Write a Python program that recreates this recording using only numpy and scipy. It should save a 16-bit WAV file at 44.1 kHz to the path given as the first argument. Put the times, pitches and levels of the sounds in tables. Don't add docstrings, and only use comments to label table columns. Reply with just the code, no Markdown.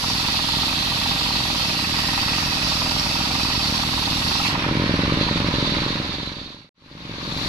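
import sys
import numpy as np
from scipy import signal
from scipy.fft import rfft, irfft
from scipy.io import wavfile
from scipy.ndimage import uniform_filter1d

SR = 44100
rng = np.random.default_rng(int(sys.argv[2]) if len(sys.argv) > 2 else 0)


def dump(signal):
    limited = np.clip(np.atleast_2d(signal).T, -1, 1)
    pcm = np.round(limited * 32767).astype(np.int16)
    wavfile.write(sys.argv[1], SR, pcm)


N = 329868
TIME = np.arange(N) / SR

# time in seconds, engine firings per second.
ENGINE_SPEED = [(0, 20.99), (.4, 20.38), (.8, 21.13), (1.2, 20.59), (3.6, 20.46), (3.8, 20.98),
                (4.4, 21.27), (4.8, 22.17), (5, 21.4), (5.4, 21.94), (5.8, 21.44), (6.2, 21.97),
                (7.48, 21.92)]
# time in seconds, bite of the teeth in the wood from 0 to 1.
BITE = [(0, 0.98), (4.48, 0.85), (4.555, 0.16), (4.72, 0.05), (6.7, 0.15), (7.2, 0.1), (7.48, 0.4)]
# time in seconds, rasp level at full bite in dB, rasp centre in Hz.
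GRAIN = [(0, -25.3, 4620), (.3, -23.5, 4340), (.55, -24, 4200), (.85, -24, 4090), (1, -23.5, 4120),
         (1.5, -23.5, 4300), (2.1, -24.5, 4550), (2.7, -24, 4650), (3.7, -23.5, 4490), (4, -24.5, 4380),
         (4.3, -23.2, 4520), (4.48, -22, 4370)]

# frequency in Hz, relative density in dB per Hz.
RASP_TONE = [(300, -34), (480, -21.5), (620, -9), (1280, -4), (1550, -11.5), (2200, -11), (3100, -10),
             (3850, 0.7), (4350, 0.6), (4950, 2.7), (5650, -6), (6300, -12.5), (7500, -17), (10000, -27.5),
             (16000, -51.5)]
SPRAY_TONE = [(3000, -19.5), (6000, 6), (8500, -1), (10300, 2), (12500, 0), (15000, -8)]
EXHAUST_TONE = [(15, -11), (40, -3), (100, -2), (180, -1), (310, 0), (370, -5.5), (480, -8.5), (570, -9),
                (680, -20.5), (1100, -55), (4000, -74)]
LOADED_PUFF_TONE = [(15, -18.5), (40, -3), (80, 3), (180, 0.5), (290, -1.5), (350, -9), (450, -23.5),
                    (700, -17.5), (2000, -78)]
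CLATTER_TONE = [(100, -3), (400, -5), (780, -4.5), (1020, 1.5), (1500, -0.5), (2200, 0), (2750, -3.5),
                (3200, -3), (4400, -12), (5200, -8), (5600, -13.5), (7500, -31), (10500, -27.5),
                (15000, -44)]
KNOCK_TONE = [(200, -21.5), (500, -28.5), (640, -11.5), (740, -17), (860, -2.5), (1000, -0.5), (1280, -1),
              (1500, -27.5), (2000, -6), (3000, -26), (8000, -47)]
RING_TONE = [(2500, -14.5), (3200, -6), (3600, 3.5), (4050, 2), (4450, 1.5), (4800, -3.5), (5100, -24),
             (5550, -16), (6500, -18.5), (10000, -50)]
RUMBLE_TONE = [(15, -1.5), (30, -7.5), (60, 2), (110, 0.5), (180, 1), (260, -6), (380, -13), (560, -19.5),
               (750, -36), (2000, -73.5)]

# frequency in Hz, 60 dB decay time in seconds, relative level in dB.
CRANKCASE_MODES = [(650, 0.043, -8), (797, 0.07, -1.5), (938, 0.051, 1.5), (1169, 0.058, -5.5),
                   (1307, 0.067, -7)]
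COVER_MODES = [(977, 0.069, -1.5), (1061, 0.072, -3), (1790, 0.08, -5), (2273, .08, -9)]

# frequency in Hz, width in Hz, lift in dB.
LOADED_HUM = [(53.3, 9.9, 6), (169, 59, 2), (252.7, 18.5, 6.5), (312, 7.8, 4.5)]
GUARD = [(2260, 20, 2), (2734, 74, 3.7), (5450, 200, 3)]
PIPE = [(113, 19, 5), (163.6, 28, 7), (210.4, 15, 4), (273, 21, 5.5), (319.7, 15.5, 4.5), (503, 12, 2.5),
        (581, 24, 9)]
BLADE_IN_WOOD = [(1917, 140, 11.5), (2690, 150, 4.7), (3110, 930, 9.9), (5550, 240, 4.8)]
BLADE_FREE = [(3750, 60, 3.3), (4053, 70, 5.6), (4640, 120, 2.4)]

# time in seconds, dB above an ordinary knock.
HARD_KNOCKS = [(.038, 3), (.241, 1), (.283, 3), (.388, 3.5), (1.055, 4.5), (1.983, 2.5), (2.174, 5.5),
               (2.813, 2.5), (3.2, 3), (3.349, 3), (3.83, 5.5), (4.072, 4), (4.31, 3.5), (4.351, 4),
               (4.397, 5.5), (4.448, 5), (4.548, 8), (4.641, 8.5), (4.685, 7), (4.96, 1.5), (5.05, 4),
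               (5.097, 4), (5.282, 4.5), (5.781, 5), (5.831, 3)]
# time in seconds, dB above an ordinary puff.
HARD_THUMPS = [(4.753, 1), (4.798, 2), (4.84, 1.5), (4.894, 2.5), (4.94, 3.5), (4.991, 3), (5.035, 2.5),
               (5.122, 4), (5.173, 2.5), (5.211, 3.5), (5.311, 2), (5.486, 2.5), (5.539, 3), (5.584, 2.5),
               (5.626, 3), (5.769, 1.5), (5.863, 2), (5.955, 1), (6, 2)]
# time in seconds, mean pitch in Hz, peak in dB ahead of the stereo stage.
CHIRPS = [(.252, 2640, -28), (.696, 2540, -30), (1.258, 2550, -30), (1.462, 2560, -34), (1.703, 2570, -31),
          (1.804, 2630, -31), (1.849, 2600, -28.5), (2.196, 2580, -28), (2.296, 2566, -34),
          (2.528, 2560, -29), (2.634, 2570, -28), (3.412, 2560, -27.5), (3.508, 2570, -28.5),
          (3.603, 2540, -31), (4.413, 2610, -31), (4.46, 2680, -29), (4.555, 2560, -33), (4.61, 2460, -32),
          (4.652, 2495, -31), (4.745, 2300, -30)]
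# closest touch in seconds, length in seconds, ring in dB.
BRUSHES = [(4.92, 0.46, -35), (5.273, 0.27, -27.5), (5.643, 0.26, -26), (5.88, 0.15, -27),
           (6.148, 0.27, -26.5), (6.515, 0.44, -24.5), (7.35, 0.66, -28.5)]
# tightest pinch in seconds, length in seconds, pitch in Hz,
# level at full bite in dB.
PINCHES = [(2.15, 0.66, 1900, -33.5), (2.4, 0.74, 2580, -34.5), (2.406, 0.081, 1280, -29.5),
           (2.94, 1, 1280, -37.5), (2.94, 1, 610, -39.5), (4.44, .06, 2750, -31), (4.46, 0.036, 2300, -27)]

# frequency in Hz, likeness from 0 to 1.
PORT_LIKENESS = [(60, .99), (330, .98), (620, .78), (900, .76), (1350, .2), (1650, .33), (2500, .34),
                 (3300, .18), (4000, .45), (4800, .24), (5900, .3), (7000, .15), (15000, .14)]
# frequency in Hz, left minus right in dB.
PORT_LEAN = [(60, 1), (180, -0.5), (320, 2.5), (600, -0.5), (880, -0.5), (1100, -2), (2000, -2.5),
             (2800, -4.5), (3800, -4), (4300, -4.5), (5100, -6), (5700, 0.8), (6500, 4.5), (7800, -0.5)]
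# frequency in Hz, radians by which left leads.
PORT_LEAD = [(20, 0), (500, -.35), (1000, -.6), (1550, -3.1), (2050, -2.6), (2600, 0), (3200, 2.9),
             (3600, 3.7), (4000, 5.3), (4550, 6.4), (5150, 9.6), (5500, 11.1), (6900, 14.7), (15000, 36)]

RIDGE_DB, RIDGE_WIDTH_HZ = 4.5, 280
SPRAY_DB, ZING_DB = -37.5, -13
PINCH_WIDTH_HZ = 124
LOADED_PUFF_DB, LOADED_PUFF_DB_PER_S = -31.5, 0.74
FEED_WAVER_DB, FEED_WAVER_HZ = 0.16, 3.9

EXHAUST_DB, EXHAUST_LOAD_DB = -24, -16
KNOCK_DB, KNOCK_LOAD_DB = -40, 2
CRANKCASE_DB, CRANKCASE_LOAD_DB = -47.5, 13.3
CLATTER_DB, CLATTER_LOAD_DB = -28.5, -4
RING_DB, RING_LOAD_DB = -34.5, 3.5
COVER_DB, COVER_LOAD_DB = -39, -7.5
KNOCK_DELAY_S, FLYWHEEL_LAG_S = 0.013, 0.15

BREAKOUT_S = 4.52
RATTLE_DB, RATTLE_S = 2.5, 1.5
BARK_DB, BARK_S = 3.5, 0.43
SECOND_PUFF_DB, SECOND_PUFF_BARK_DB = -3.5, 7

SILENT_FROM_S, SILENT_TO_S = 6.692, 6.742
FADE_OUT_S, FADE_OUT_POWER = 0.96, 1.35
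FADE_IN_S, FADE_IN_POWER = 0.95, 1.33
NEXT_LOG_PAN_DB = 8.5
EDGE_HZ = 15200


def amp(db):
    return 10 ** (np.asarray(db) / 20)


def unit(x):
    return x / np.sqrt(np.mean(x ** 2) + 1e-20)


def curve(rows):
    s, *columns = np.transpose(rows)
    return [np.interp(TIME, s, c) for c in columns]


def read(points, hz):
    f, value = np.transpose(points)
    return np.interp(np.log(hz + 1), np.log(f + 1), value)


def hiss():
    return rng.standard_normal((2, N))


def drift(rate_hz):
    hz = np.fft.rfftfreq(N, 1 / SR)
    lowpass = 1 / (1 + (hz / rate_hz) ** 4)
    return unit(irfft(rfft(rng.standard_normal(N)) * lowpass, N))


def colour(x, spectrum, resonances=(), size=4096):
    hz = np.fft.rfftfreq(size, 1 / SR)
    db = read(spectrum, hz)
    for f, width, lift in resonances:
        db = db + lift / (1 + (2 * (hz - f) / width) ** 2)
    log_gain = np.log(amp(np.r_[db, db[-2:0:-1]]))
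    taps = np.fft.ifft(np.exp(np.conj(signal.hilbert(log_gain)))).real
    return unit(signal.oaconvolve(x, taps[None], axes=1)[:, :N])


def peak_noise(hz, width_hz):
    return signal.lfilter(*signal.iirpeak(hz, hz / width_hz, fs=SR), hiss())


def level_out(x):
    tone = signal.hilbert(x)
    return unit(tone.real / (np.abs(tone) + np.std(x) / 5))


def swing(x, angle):
    return (signal.hilbert(x) * np.exp(1j * angle)).real


def patches(shape, bins, frames):
    over_hz = uniform_filter1d(rng.standard_normal(shape), size=bins, axis=0)
    return unit(uniform_filter1d(over_hz, size=frames, axis=1))


def shimmer(x, depth_db=2.5, frame_size=2048, hold_size=5):
    overlap = frame_size * 3 // 4
    z = signal.stft(x, SR, nperseg=frame_size, noverlap=overlap)[2]
    z = z * amp(depth_db * patches(z.shape[1:], 3, hold_size))
    return unit(signal.istft(z, SR, nperseg=frame_size, noverlap=overlap)[1][:, :N])


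def beats(turns, jitter_s):
    times = TIME[1:][np.diff(np.floor(turns)) > 0]
    return times + jitter_s * rng.standard_normal(len(times))


def clicks(times, spread_db):
    out = np.zeros(N)
    size = amp(spread_db * np.clip(rng.standard_normal(N), -2, 2))
    at = np.round(times[(times >= 0) & (times < TIME[-1])] * SR).astype(int)
    out[at] = size[at]
    return out


def accented(times, spread_db, rows):
    s, db = np.transpose(rows)
    gap = np.abs(times[:, None] - s).min(axis=1)
    out = clicks(times[gap > .022], spread_db)
    out[np.round(s * SR).astype(int)] = amp(db)
    return out


def swells(x, rise_s, decay_s):
    t = TIME[:SR // 10]
    shape = (1 - np.exp(-t / rise_s)) * np.exp(-t / decay_s)
    return unit(np.abs(signal.oaconvolve(x, shape)[:N]))


def touch(s, length):
    return np.exp(-2 * ((TIME - s) / length) ** 2)


def after_breakout(settle_s, rise_s=0.045):
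    since = TIME - BREAKOUT_S
    return np.clip(1 + since / rise_s, 0, 1) * np.exp(-np.maximum(since, 0) / settle_s)


def ports(pair):
    hz = np.fft.rfftfreq(N, 1 / SR)
    a, b = rfft(pair)
    same = np.clip(read(PORT_LIKENESS, hz), 0, 1)
    lean = amp(read(PORT_LEAN, hz) / 2)
    right = (same * a + np.sqrt(1 - same ** 2) * b) * np.exp(-1j * read(PORT_LEAD, hz))
    return irfft(np.array([a * lean, right / lean]), N)


def rumble(resonances):
    return colour(hiss(), RUMBLE_TONE, resonances)


def clatter(firings, ticks_per_s=160, steady=3.1, throb=0.29):
    tick_times = TIME[rng.random(N) < ticks_per_s / SR]
    ticks = swells(clicks(tick_times, spread_db=1.5), rise_s=.00015, decay_s=.002)
    beat = swells(clicks(firings + .016, spread_db=3), rise_s=.001, decay_s=.012)
    return shimmer(colour(hiss() * (steady + ticks + throb * beat), CLATTER_TONE, GUARD), depth_db=2)


def clank():
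    return level_out(colour(hiss(), KNOCK_TONE))


def knock(blows, rattle=0.092):
    return unit(clank() * (swells(blows, rise_s=.003, decay_s=.0075) + rattle))


def struck(blows, modes, rise_s, spread_db=1.05, detune_hz=13):
    t = TIME[:SR // 10]
    out = np.zeros((2, N + len(t)))
    for i in np.flatnonzero(blows):
        for hz, t60, db in modes:
            size_db, detune, side = rng.standard_normal(3)
            ringing = (1 - np.exp(-t / rise_s)) * amp(db + spread_db * size_db - 60 * t / t60)
            angle = 2 * np.pi * (hz + detune_hz * detune) * t
            pair = np.array([np.sin(angle), np.sign(side) * np.cos(angle)])
            out[:, i:i + len(t)] += blows[i] * ringing * pair
    return unit(out[:, :N])


def exhaust(firings, second_db, lead_s=.002, drone=0.64):
    jitter = .0022 * rng.standard_normal((2, len(firings)))
    early, late = firings - lead_s + [[0], [.017]] + jitter
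    second = uniform_filter1d(clicks(late, spread_db=1.5), size=46)
    puffs = accented(early, 1.2, HARD_THUMPS) + amp(second_db) * second
    strokes = swing(colour(-puffs[None], EXHAUST_TONE, PIPE), np.pi / 4)
    return unit(strokes + drone * level_out(rumble(PIPE)))


def engine(firings, bite):
    strain = (bite + np.interp(TIME - FLYWHEEL_LAG_S, TIME, bite)) / 2
    bark = after_breakout(BARK_S)
    blows = accented(firings + KNOCK_DELAY_S, .8, HARD_KNOCKS)

    clatter_db = CLATTER_DB + CLATTER_LOAD_DB * bite + RATTLE_DB * after_breakout(RATTLE_S)
    whirr = amp(clatter_db) * clatter(firings)
    cover = amp(COVER_DB + COVER_LOAD_DB * strain) * struck(blows, COVER_MODES, rise_s=0.0041)
    casting = amp(CRANKCASE_DB + CRANKCASE_LOAD_DB * strain) * struck(blows, CRANKCASE_MODES, rise_s=0.004)
    clack = amp(KNOCK_DB + KNOCK_LOAD_DB * strain) * knock(blows)
    exhaust_db = EXHAUST_DB + EXHAUST_LOAD_DB * strain + BARK_DB * bark
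    puffs = amp(exhaust_db) * exhaust(firings, SECOND_PUFF_DB + SECOND_PUFF_BARK_DB * bark)
    return whirr + cover + casting + clack + puffs


def brushing(base_db):
    power = amp(base_db) ** 2
    for s, length, db in BRUSHES:
        power = power + (amp(db) * touch(s, length)) ** 2
    return np.sqrt(power)


def ring(shaft, wobble=0.09, flutter_db=1.5):
    rub = (1 + wobble * np.cos(2 * np.pi * shaft)) * amp(flutter_db * drift(52))
    return shimmer(colour(hiss() * rub, RING_TONE, BLADE_FREE), depth_db=2.4)


def chirps(length_s=0.021, wander_hz=75):
    pitch_hz = curve(CHIRPS)[0] + wander_hz * drift(160)
    strength = sum(amp(db) * touch(s, length_s) for s, hz, db in CHIRPS)
    tone = strength * np.exp(2j * np.pi * np.cumsum(pitch_hz) / SR)
    return np.array([tone.real, tone.imag])


def loaded_puffs(firings, first_s=.003, second_s=.024, slop_s=.0038):
    slop = slop_s * rng.standard_normal((2, len(firings)))
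    first = clicks(firings + first_s + slop[0], spread_db=1)
    second = clicks(firings + second_s + slop[1], spread_db=1)
    strokes = swing(colour(-(first + second)[None], LOADED_PUFF_TONE, LOADED_HUM), np.pi / 2)
    return unit(strokes + .4 * rumble(LOADED_HUM))


def spray(chips_per_s=2400, dust=0.59, flutter_db=0.4):
    chips = (rng.random(N) < chips_per_s / SR) * amp(2.1 * np.minimum(rng.exponential(1, N), 4))
    return colour(hiss() * (chips + dust) * amp(flutter_db * drift(60)), SPRAY_TONE)


def pinches(firings):
    surge = unit(1.6 + swells(clicks(firings + .018, spread_db=3), rise_s=.003, decay_s=.014))
    singing = np.zeros((2, N))
    for s, length, hz, db in PINCHES:
        singing += amp(db) * touch(s, length) * level_out(peak_noise(hz, PINCH_WIDTH_HZ))
    return surge * singing


def zing(firings, hz=2580, width_hz=120, delay_s=.018, decay_s=0.022):
    surge = swells(clicks(firings + delay_s, spread_db=1.5), rise_s=.003, decay_s=decay_s)
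    return unit(level_out(peak_noise(hz, width_hz)) * surge)


def rasp(shaft, centre_hz, tooth_hz=645, grit_db=1.5, scrape=0.64, wobble=0.053, flutter_db=0.5, sway=0.75):
    tooth_turns = np.cumsum(tooth_hz * (1 + .12 * drift(40))) / SR
    teeth = clicks(beats(tooth_turns, jitter_s=.0003), spread_db=grit_db)
    bursts = swells(teeth, rise_s=.00005, decay_s=0.00051)
    force = (scrape + bursts) * (1 + wobble * np.cos(2 * np.pi * shaft))
    tear = colour(hiss() * force * amp(flutter_db * drift(25)), RASP_TONE, BLADE_IN_WOOD)

    hz, t, z = signal.stft(tear, SR, nperseg=512)
    hz = hz[:, None]
    centre = np.interp(t, TIME, centre_hz)
    ridge_db = RIDGE_DB / (1 + (2 * (hz - centre) / RIDGE_WIDTH_HZ) ** 2)
    stretch = (centre / centre.mean()) ** sway
    moved_db = read(RASP_TONE, hz / stretch) - read(RASP_TONE, hz) + ridge_db
    z = z * amp(moved_db + 0.82 * patches(z.shape[1:], 5, 12))
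    return unit(signal.istft(z, SR, nperseg=512)[1][:, :N])


def cutting(shaft, firings):
    rasp_db, centre_hz = curve(GRAIN)
    dull_puffs = amp(LOADED_PUFF_DB + LOADED_PUFF_DB_PER_S * TIME) * loaded_puffs(firings)
    chips = amp(SPRAY_DB) * shimmer(spray(), depth_db=3)
    tearing = shimmer(rasp(shaft, centre_hz), depth_db=2.2)
    teeth = amp(rasp_db) * (tearing + amp(ZING_DB) * zing(firings)) + chips
    return amp(FEED_WAVER_DB * drift(FEED_WAVER_HZ)) * teeth + pinches(firings) + dull_puffs


def scene():
    (speed,), (bite,) = curve(ENGINE_SPEED), curve(BITE)
    bite = np.clip(bite, 0, 1)
    shaft = .24 + np.cumsum(speed) / SR
    firings = beats(shaft, jitter_s=.001)
    blade = brushing(RING_DB + RING_LOAD_DB * bite) * ring(shaft)
    saw = bite * cutting(shaft, firings) + chirps() + blade
    pan = amp(np.outer([.5, -.5], NEXT_LOG_PAN_DB * (TIME > SILENT_TO_S)))
    return ports(engine(firings, bite)) + pan * ports(saw)


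def record(dry):
    rounded = dry / (1 + (dry / .55) ** 4) ** .25
    fade_out = np.clip((SILENT_TO_S - TIME) / FADE_OUT_S, 0, 1) ** FADE_OUT_POWER
    fade_out = fade_out * (TIME < SILENT_FROM_S)
    fade_in = np.clip((TIME - SILENT_TO_S) / FADE_IN_S, 0, 1) ** FADE_IN_POWER
    lowpass = signal.firwin(511, EDGE_HZ, window=("kaiser", 9), fs=SR)
    return signal.oaconvolve(rounded * (fade_out + fade_in), lowpass[None], "same")


dry = scene()
out = record(dry)
dump(out)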